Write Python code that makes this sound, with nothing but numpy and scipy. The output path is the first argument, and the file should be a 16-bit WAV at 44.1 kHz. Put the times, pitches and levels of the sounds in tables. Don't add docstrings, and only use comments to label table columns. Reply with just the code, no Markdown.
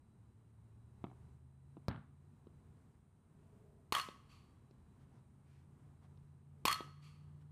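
import sys
import numpy as np
from scipy import signal
from scipy.fft import rfft, irfft
from scipy.io import wavfile

SR = 44100
rng = np.random.default_rng(int(sys.argv[2]) if len(sys.argv) > 2 else 0)


def digitize_waveform(pressure):
    field = np.atleast_2d(pressure).T
    bounded = np.clip(field, -1, 1)
    quanta = np.round(bounded * 32767).astype(np.int16)
    wavfile.write(sys.argv[1], SR, quanta)


N = 331568
T = np.arange(N) / SR
RING_T = np.arange(SR) / SR

# (frequency [Hz], relative level [dB])
AIR_SPECTRUM = [(15, -36), (25, -15), (77, -3), (135, -3.5), (167, -7.5), (224, -8.5), (301, -18),
                (394, -18), (529, -28), (952, -25.5), (1720, -36), (4040, -47), (5420, -49.5),
                (8550, -45.5), (15000, -58)]
# (centre [Hz], half-width [Hz], level [dB])
INSECT_BAND = (8800, 770, -94.5)
# (time [s], pitch [Hz], level [dB])
ENGINE_TRACK = [(0, 110, -73.5), (.72, 112, -62.5), (1.1, 124, -68.5), (1.7, 135.4, -63),
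                (3.1, 154.2, -74.5), (4.4, 132.8, -71.5), (5.4, 138.1, -70), (6.5, 143.1, -63),
                (7.5, 147.1, -56.5)]
# (time [s], pitch [Hz], level [dB])
DRONE_TRACK = [(0, 76.1, -78), (1.2, 79.1, -66), (3.2, 92.44, -74.5), (4.9, 84.2, -75.5),
               (5.9, 88.2, -66.5), (7.5, 90, -65)]

# (time [s], energy [dB], length [s], pitch [Hz])
SCUFF_EVENTS = [(4.981, -50.5, 0.073, 1760), (5.114, -41, .11, 540), (5.42, -44.5, 0.25, 2360),
                (6.011, -42.5, 0.065, 980), (7.4, -51, 0.035, 1505)]
# (multiple of the scuff pitch, level [dB])
DIRT_SPECTRUM = [(.15, -27), (.6, 7.5), (1, 5.5), (1.5, -0.5), (3, -6.5), (6, -17), (11, -18), (16, -38)]
# (time of the peak [s], half-length to 1/e [s], pitch [Hz], peak level [dB])
SWING_EVENTS = [(3.663, 0.25, 409, -72.5), (6.582, 0.053, 450, -80.5)]
# (multiple of the swing pitch, level [dB])
WHOOSH_SPECTRUM = [(.3, -34), (.8, -17), (1, 4.5), (1.2, -13), (1.42, -13), (1.62, -4.5), (1.9, -27),
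                   (6, -42.5)]

# (time [s], energy [dB])
BACKSTOP_HIT = (1.8834, -9.5)
# (frequency [Hz], level [dB])
SLAP_SPECTRUM = [(20, -18), (45, 9), (80, 1), (200, 17.5), (290, -0.5), (600, 2.5), (1100, -2), (2000, -12),
                 (2900, -22), (4600, -12), (6000, -27), (8000, -34), (15000, -40)]
# (frequency [Hz], level [dB], t60 [s])
BACKSTOP_MODES = [(85, -1.5, 0.15), (113.4, -5, 0.18), (199.6, -6, 0.091)]
# (frequency [Hz], level [dB])
BACKSTOP_TAIL_SPECTRUM = [(25, -14), (60, -8.5), (115, 9), (220, 4), (450, -8.5), (800, -7), (1500, -9),
                          (2300, -20.5), (4000, -28), (6000, -55), (15000, -74)]

# (time [s], thud energy [dB], thud pitch [Hz], grit re thud [dB], echo re thud [dB])
BOUNCE_EVENTS = [(1.0413, -14.7, 283.7, -21.5, -6.5), (1.7690, -26, 306, -30.5, -19),
                 (1.7750, -28.5, 276, -35, -14), (2.4698, -30, 374, -27, -11), (2.771, -44, 403, -20, -13),
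                 (4.0872, -24, 385.7, -11, -10.5), (4.710, -38.5, 440, -17, -12),
                 (6.174, -50.5, 440, -7, -10), (6.8065, -20, 337.6, -12, -8)]
# (multiple of the thud pitch, level [dB])
THUD_SPECTRUM = [(.1, -31), (.4, 0), (1, 0.5), (1.5, -4), (2.1, -13), (3.1, -9.5), (5.5, -33.5), (12, -45),
                 (30, -75)]
# (multiple of the grit pitch, level [dB])
GRIT_SPECTRUM = [(.1, -41), (.65, -3), (1, 7.5), (1.25, 4), (1.7, -21), (4, -62)]
# (frequency [Hz], level [dB])
COVER_SPECTRUM = [(200, -18), (500, -6.5), (660, -5), (780, -9), (900, -0.5), (1100, -6.5), (1300, -9),
                  (1700, -29), (4000, -56), (15000, -80)]
# (frequency [Hz], level [dB])
WALL_SPECTRUM = [(100, -2.5), (1200, 1), (2500, -3.5), (6000, -11), (15000, -27)]

# (delay [s], level [dB],
# smear [s], tilt [dB per octave], favoured mode [Hz], share of that mode [dB])
WALL_ECHOES = [(.0042, -7, .005, 3.5, 849, -5), (0.0159, -9, .012, -1, 4334, -7.5),
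               (0.0265, -0.5, .0036, -.5, 3284, -12), (0.0415, -9, .006, -2, 1162, 2.5),
               (0.0594, -7.5, .009, 0, 1278, -2), (.0741, -6.5, 0.0025, 0.8, 4340, -10),
               (0.0897, -15.5, .0042, 2.5, 4300, 4), (.106, -24, .002, -2, 2840, -14)]
# (frequency [Hz], t60 [s])
FIELD_T60 = [(100, 0.67), (400, 0.32), (1100, 0.41), (2500, 0.39), (4400, 0.4), (8000, 0.4), (15000, 0.31)]
# (frequency [Hz], level [dB])
OUTFIELD_SPECTRUM = [(500, -30), (1200, 9), (1700, -7.5), (2350, 7), (3300, 2), (3900, -4), (4350, 2),
                     (4550, 10), (4850, -6.5), (8000, -8.5), (12000, -15), (15000, -37)]

# (time [s], crack energy [dB], barrel pop energy [dB], pop pitch [Hz],
# thock energy [dB], thock pitch [Hz], diffuse tail energy [dB], echo level [dB],
# echo brightness [dB per octave])
BAT_HITS = [(3.9236, -10, -8, 1108, -15.5, 440, -6, -5.5, -0.9),
            (6.6534, -7, -6.5, 1047, -14.5, 318.6, -5, -2.5, 1.3)]
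# (frequency [Hz], level [dB])
CRACK_SPECTRUM = [(25, -25), (70, -9.5), (150, -4), (400, 8.5), (650, 3.5), (1200, 1), (1750, -11.5),
                  (2400, 5), (4600, 4), (5600, -5.5), (8000, -5), (15000, -11)]
# (frequency [Hz], level in first blow [dB], level in second blow [dB], t60 [s])
BAT_MODES = [(1129, 4.5, -8.5, 0.19), (1281, -5.5, -0.5, 0.25), (1520, -19, -14.5, .06),
             (2034, -14, -7.5, .07), (2100, -16, -12.5, .06), (2260, -23, -10, 0.045),
             (2636, -18, -25, 0.044), (2880, -12, -9.5, 0.091), (3288, -12, -8, 0.12),
             (4350, -14, -5.5, 0.13), (4900, -25, -34, .05), (6090, -26.5, -22.5, .06),
             (6150, -32, -19, .06), (6930, -25, -24, .05)]
# (frequency [Hz], level [dB])
THROWN_SPECTRUM = [(60, -32), (400, -15.5), (620, -3.5), (820, -6), (1130, 15), (1430, 2.5), (2000, 3),
                   (2450, -1), (2950, 3), (3800, -5), (5500, -7.5), (8000, -11.5), (10000, -10.5),
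                   (15000, -18)]

AIR_DB = -65.3
CRICKET_HZ, CRICKET_DB, CRICKET_SWELL_DB = 3933, -101.5, 2.6

REBOUND_S, REBOUND_DB = 0.015, -24
BACKSTOP_WALL_DB, BACKSTOP_LAG_S, BACKSTOP_SMEAR_S = -14.5, 0.0028, 0.0029

HARD_LANDING_DB = -23
HARDNESS_DB_PER_OCT, SOFTENING_DB_PER_OCT_PER_DB = -2, 0.9
GRIT_RATIO = 9.5
BOUNCE_WALL_DB, BOUNCE_LEAD_S = -3.5, 0.0012
BOUNCE_NEAR_S, BOUNCE_NEAR_DB = 0.0065, 1
BOUNCE_SMEAR_S = 0.0025
WALL_MIRROR_DB = -4.5

BEAM_T60_S, ECHO_RING_DB = 0.063, -7
HOOP_HZ, HOOP_DB, HOOP_DECAY_S = 4347, -34.5, 0.13
OUTFIELD_DELAY_S = 0.362

LOW_CUT_HZ, EDGE_HZ = 42, 15400


def gain_of(db):
    return 10 ** (np.asarray(db) / 20)


def unit(x):
    return x / np.sqrt(np.sum(x ** 2) + 1e-30)


def evened(x):
    return unit(x) * np.sqrt(x.size)


def read(points, hz):
    point_hz, value = np.transpose(points)
    return np.interp(np.log(hz + 1e-6), np.log(point_hz), value)


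def add(mix, start_s, sound):
    part = mix[round(start_s * SR):][:len(sound)]
    part += sound[:len(part)]


def bins(x):
    return np.fft.rfftfreq(len(x), 1 / SR)


def click(points, tilt_db=0, scale=1, knee_hz=1000):
    hz = bins(RING_T)
    octaves = np.log2(np.maximum(hz / knee_hz, 1))
    db = read(points, hz / scale) + tilt_db * octaves
    cepstrum = irfft(np.log(gain_of(db)), SR)
    folded = 2 * cepstrum * (RING_T < 0.5) * (RING_T > 0)
    return unit(irfft(np.exp(rfft(folded)), SR))


def through(x, response):
    return signal.fftconvolve(x, response)[:len(x)]


def ring(modes):
    total = np.zeros(SR)
    for hz, db, t60_s in modes:
        decay = np.exp(-np.log(1000) * RING_T / t60_s)
        total += gain_of(db) * decay * np.sin(2 * np.pi * hz * RING_T)
    return unit(total)


def scatter(decay_s):
    return unit(rng.standard_normal(SR) * np.exp(-RING_T / decay_s))


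def shaped_noise(gain):
    return evened(irfft(rfft(rng.standard_normal(N)) * gain, N))


def wander(rate_hz):
    return shaped_noise(1 / (1 + (bins(T) / rate_hz) ** 2))


def air():
    hz = bins(T)
    wash = shaped_noise(gain_of(read(AIR_SPECTRUM, hz)))
    centre_hz, width_hz, insect_db = INSECT_BAND
    insects = shaped_noise(1 / (1 + ((hz - centre_hz) / width_hz) ** 2))
    wash_gain = gain_of(AIR_DB + 1.5 * wander(1.5))
    return wash * wash_gain + insects * gain_of(insect_db + 0.6 * wander(0.99))


def hum(track, waver, flutter_db):
    time_s, hz, db = np.transpose(track)
    pitch_hz = np.interp(T, time_s, hz) * (1 + waver * wander(6))
    turns = np.cumsum(pitch_hz) / SR
    level_db = np.interp(T, time_s, db) + flutter_db * wander(16)
    return gain_of(level_db) * evened(np.sin(2 * np.pi * turns))


def engine():
    return hum(ENGINE_TRACK, waver=0.008, flutter_db=1.77)


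def drone():
    return hum(DRONE_TRACK, waver=0.015, flutter_db=2.0)


def cricket():
    tone = hum([(0, CRICKET_HZ, CRICKET_DB)], waver=0.0033, flutter_db=2.0)
    return tone * gain_of(CRICKET_SWELL_DB * wander(0.47))


def scuffs():
    out = np.zeros(N)
    for start_s, db, length_s, hz in SCUFF_EVENTS:
        grains = rng.standard_normal(SR) * gain_of(1.8 * rng.standard_normal(SR))
        stroke = np.sin(np.pi * np.minimum(RING_T / length_s, 1))
        scuff = through(grains * stroke, click(DIRT_SPECTRUM, scale=hz))
        add(out, start_s, gain_of(db) * unit(scuff))
    return out


def swings():
    out = np.zeros(N)
    for peak_s, length_s, hz, db in SWING_EVENTS:
        eddies = evened(through(rng.standard_normal(N), click(WHOOSH_SPECTRUM, scale=hz)))
        out += eddies * gain_of(db) * np.exp(-((T - peak_s) / length_s) ** 2)
    return out


def field(delay_s, rise_s):
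    hz, frame_s, frames = signal.stft(rng.standard_normal(SR), SR, nperseg=256)
    decay = np.exp(-np.log(1000) * frame_s / read(FIELD_T60, hz)[:, None])
    tail = signal.istft(frames * decay, SR, nperseg=256)[1][:SR]
    return unit(tail * np.clip((RING_T - delay_s) / rise_s, 0, 1))


def walls(lag_s, smear_s):
    out = np.zeros(SR)
    for delay_s, db, *_ in WALL_ECHOES:
        mirror = gain_of(WALL_MIRROR_DB) * (RING_T == 0)
        add(out, max(delay_s + lag_s, 0), gain_of(db) * (scatter(smear_s) + mirror))
    return out


def outfield(barrel, rise_s, decay_s):
    envelope = (1 - np.exp(-RING_T / rise_s)) * np.exp(-RING_T / decay_s)
    spread = rng.standard_normal(SR) * envelope
    return unit(through(spread, click(OUTFIELD_SPECTRUM) + gain_of(-8.0) * barrel))


def backstop():
    out = np.zeros(N)
    hit_s, db = BACKSTOP_HIT
    tail = click(BACKSTOP_TAIL_SPECTRUM)
    add(out, hit_s, -gain_of(db) * click(SLAP_SPECTRUM))
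    flap = unit(through(click(SLAP_SPECTRUM, tilt_db=3.1), scatter(0.004)))
    add(out, hit_s, gain_of(db - 7.5) * flap)
    rebound = unit(through(tail, scatter(0.0015)))
    add(out, hit_s + REBOUND_S, gain_of(REBOUND_DB) * rebound)
    add(out, hit_s, gain_of(-8.5) * ring(BACKSTOP_MODES))
    add(out, hit_s, gain_of(-14.0) * unit(through(tail, field(0.002, 0.02))))
    duller = click(BACKSTOP_TAIL_SPECTRUM, tilt_db=-0.3)
    echo = unit(through(duller, walls(BACKSTOP_LAG_S, BACKSTOP_SMEAR_S)))
    add(out, hit_s, gain_of(BACKSTOP_WALL_DB) * echo)
    return out


def bounces():
    out = np.zeros(N)
    around = gain_of(BOUNCE_WALL_DB) * walls(-BOUNCE_LEAD_S, BOUNCE_SMEAR_S)
    around += gain_of(-5) * field(0.0023, 0.0032)
    add(around, BOUNCE_NEAR_S, gain_of(BOUNCE_NEAR_DB) * scatter(0.0027))
    colour, cover = click(WALL_SPECTRUM), click(COVER_SPECTRUM)
    for start_s, db, hz, grit_db, echo_db in BOUNCE_EVENTS:
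        softness_db = max(HARD_LANDING_DB - db, 0)
        tilt_db = HARDNESS_DB_PER_OCT - SOFTENING_DB_PER_OCT_PER_DB * softness_db
        grit = unit(through(click(GRIT_SPECTRUM, scale=GRIT_RATIO * hz), scatter(0.002)))
        push = click(THUD_SPECTRUM, tilt_db, hz, knee_hz=1.2 * hz)
        crush = unit(through(push, scatter(0.0021)))
        shell = gain_of(-9.5 + 1.28 * tilt_db) * cover
        body = unit(push + gain_of(-11) * crush)
        thud = gain_of(db) * (body + shell + gain_of(grit_db) * grit)
        add(out, start_s, thud)
        echo = unit(through(through(thud, colour), around))
        add(out, start_s, gain_of(db + echo_db) * echo)
    return out


def bat_contact(crack_db, pop_db, pop_hz, thock_db, thock_hz):
    splinter = unit(through(click(CRACK_SPECTRUM, tilt_db=0.3), scatter(0.0038)))
    crack = unit(click(CRACK_SPECTRUM) + gain_of(3.5) * splinter)
    pop = ring([(pop_hz, 0, 0.032)])
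    thock = ring([(thock_hz, 0, 0.015)])
    return gain_of(crack_db) * crack + gain_of(pop_db) * pop + gain_of(thock_db) * thock


def bat():
    out = np.zeros(N)
    for blow, (hit_s, *contact, tail_db, echo_db, bright_db) in enumerate(BAT_HITS):
        add(out, hit_s, bat_contact(*contact))
        barrel = ring([(row[0], row[1 + blow], row[-1]) for row in BAT_MODES])
        voice = unit(click(THROWN_SPECTRUM) + gain_of(-2.5) * barrel)
        add(out, hit_s, gain_of(tail_db) * unit(through(voice, field(0.0016, 0.05))))
        far = gain_of(-5.5) * barrel + click(THROWN_SPECTRUM, tilt_db=-2)
        add(out, hit_s, gain_of(tail_db - 22.5) * unit(through(far, scatter(0.28))))
        hoop = unit(through(ring([(HOOP_HZ, 0, 0.045)]), scatter(HOOP_DECAY_S)))
        add(out, hit_s, gain_of(HOOP_DB) * hoop)
        fence = outfield(barrel, rise_s=0.032, decay_s=0.073)
        add(out, hit_s + OUTFIELD_DELAY_S, gain_of(tail_db - 28) * fence)
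        for delay_s, wall_db, smear_s, tilt_db, mode_hz, mode_db in WALL_ECHOES:
            face = unit(through(click(THROWN_SPECTRUM, tilt_db + bright_db), scatter(smear_s)))
            beam = gain_of(mode_db) * ring([(mode_hz, 0, BEAM_T60_S)])
            echo = unit(face + beam + gain_of(ECHO_RING_DB) * barrel)
            add(out, hit_s + delay_s, gain_of(echo_db + wall_db) * echo)
    return out


def scene():
    background = air() + engine() + drone() + cricket()
    play = scuffs() + swings() + backstop() + bounces() + bat()
    mono = background + play
    return np.array([mono, mono])


def record(dry):
    low_cut = signal.butter(2, LOW_CUT_HZ, "highpass", fs=SR, output="sos")
    band_limit = signal.firwin(301, EDGE_HZ, window=("kaiser", 8), fs=SR)
    return signal.oaconvolve(signal.sosfilt(low_cut, dry), band_limit[None], "same")


dry = scene()
out = record(dry)
digitize_waveform(out)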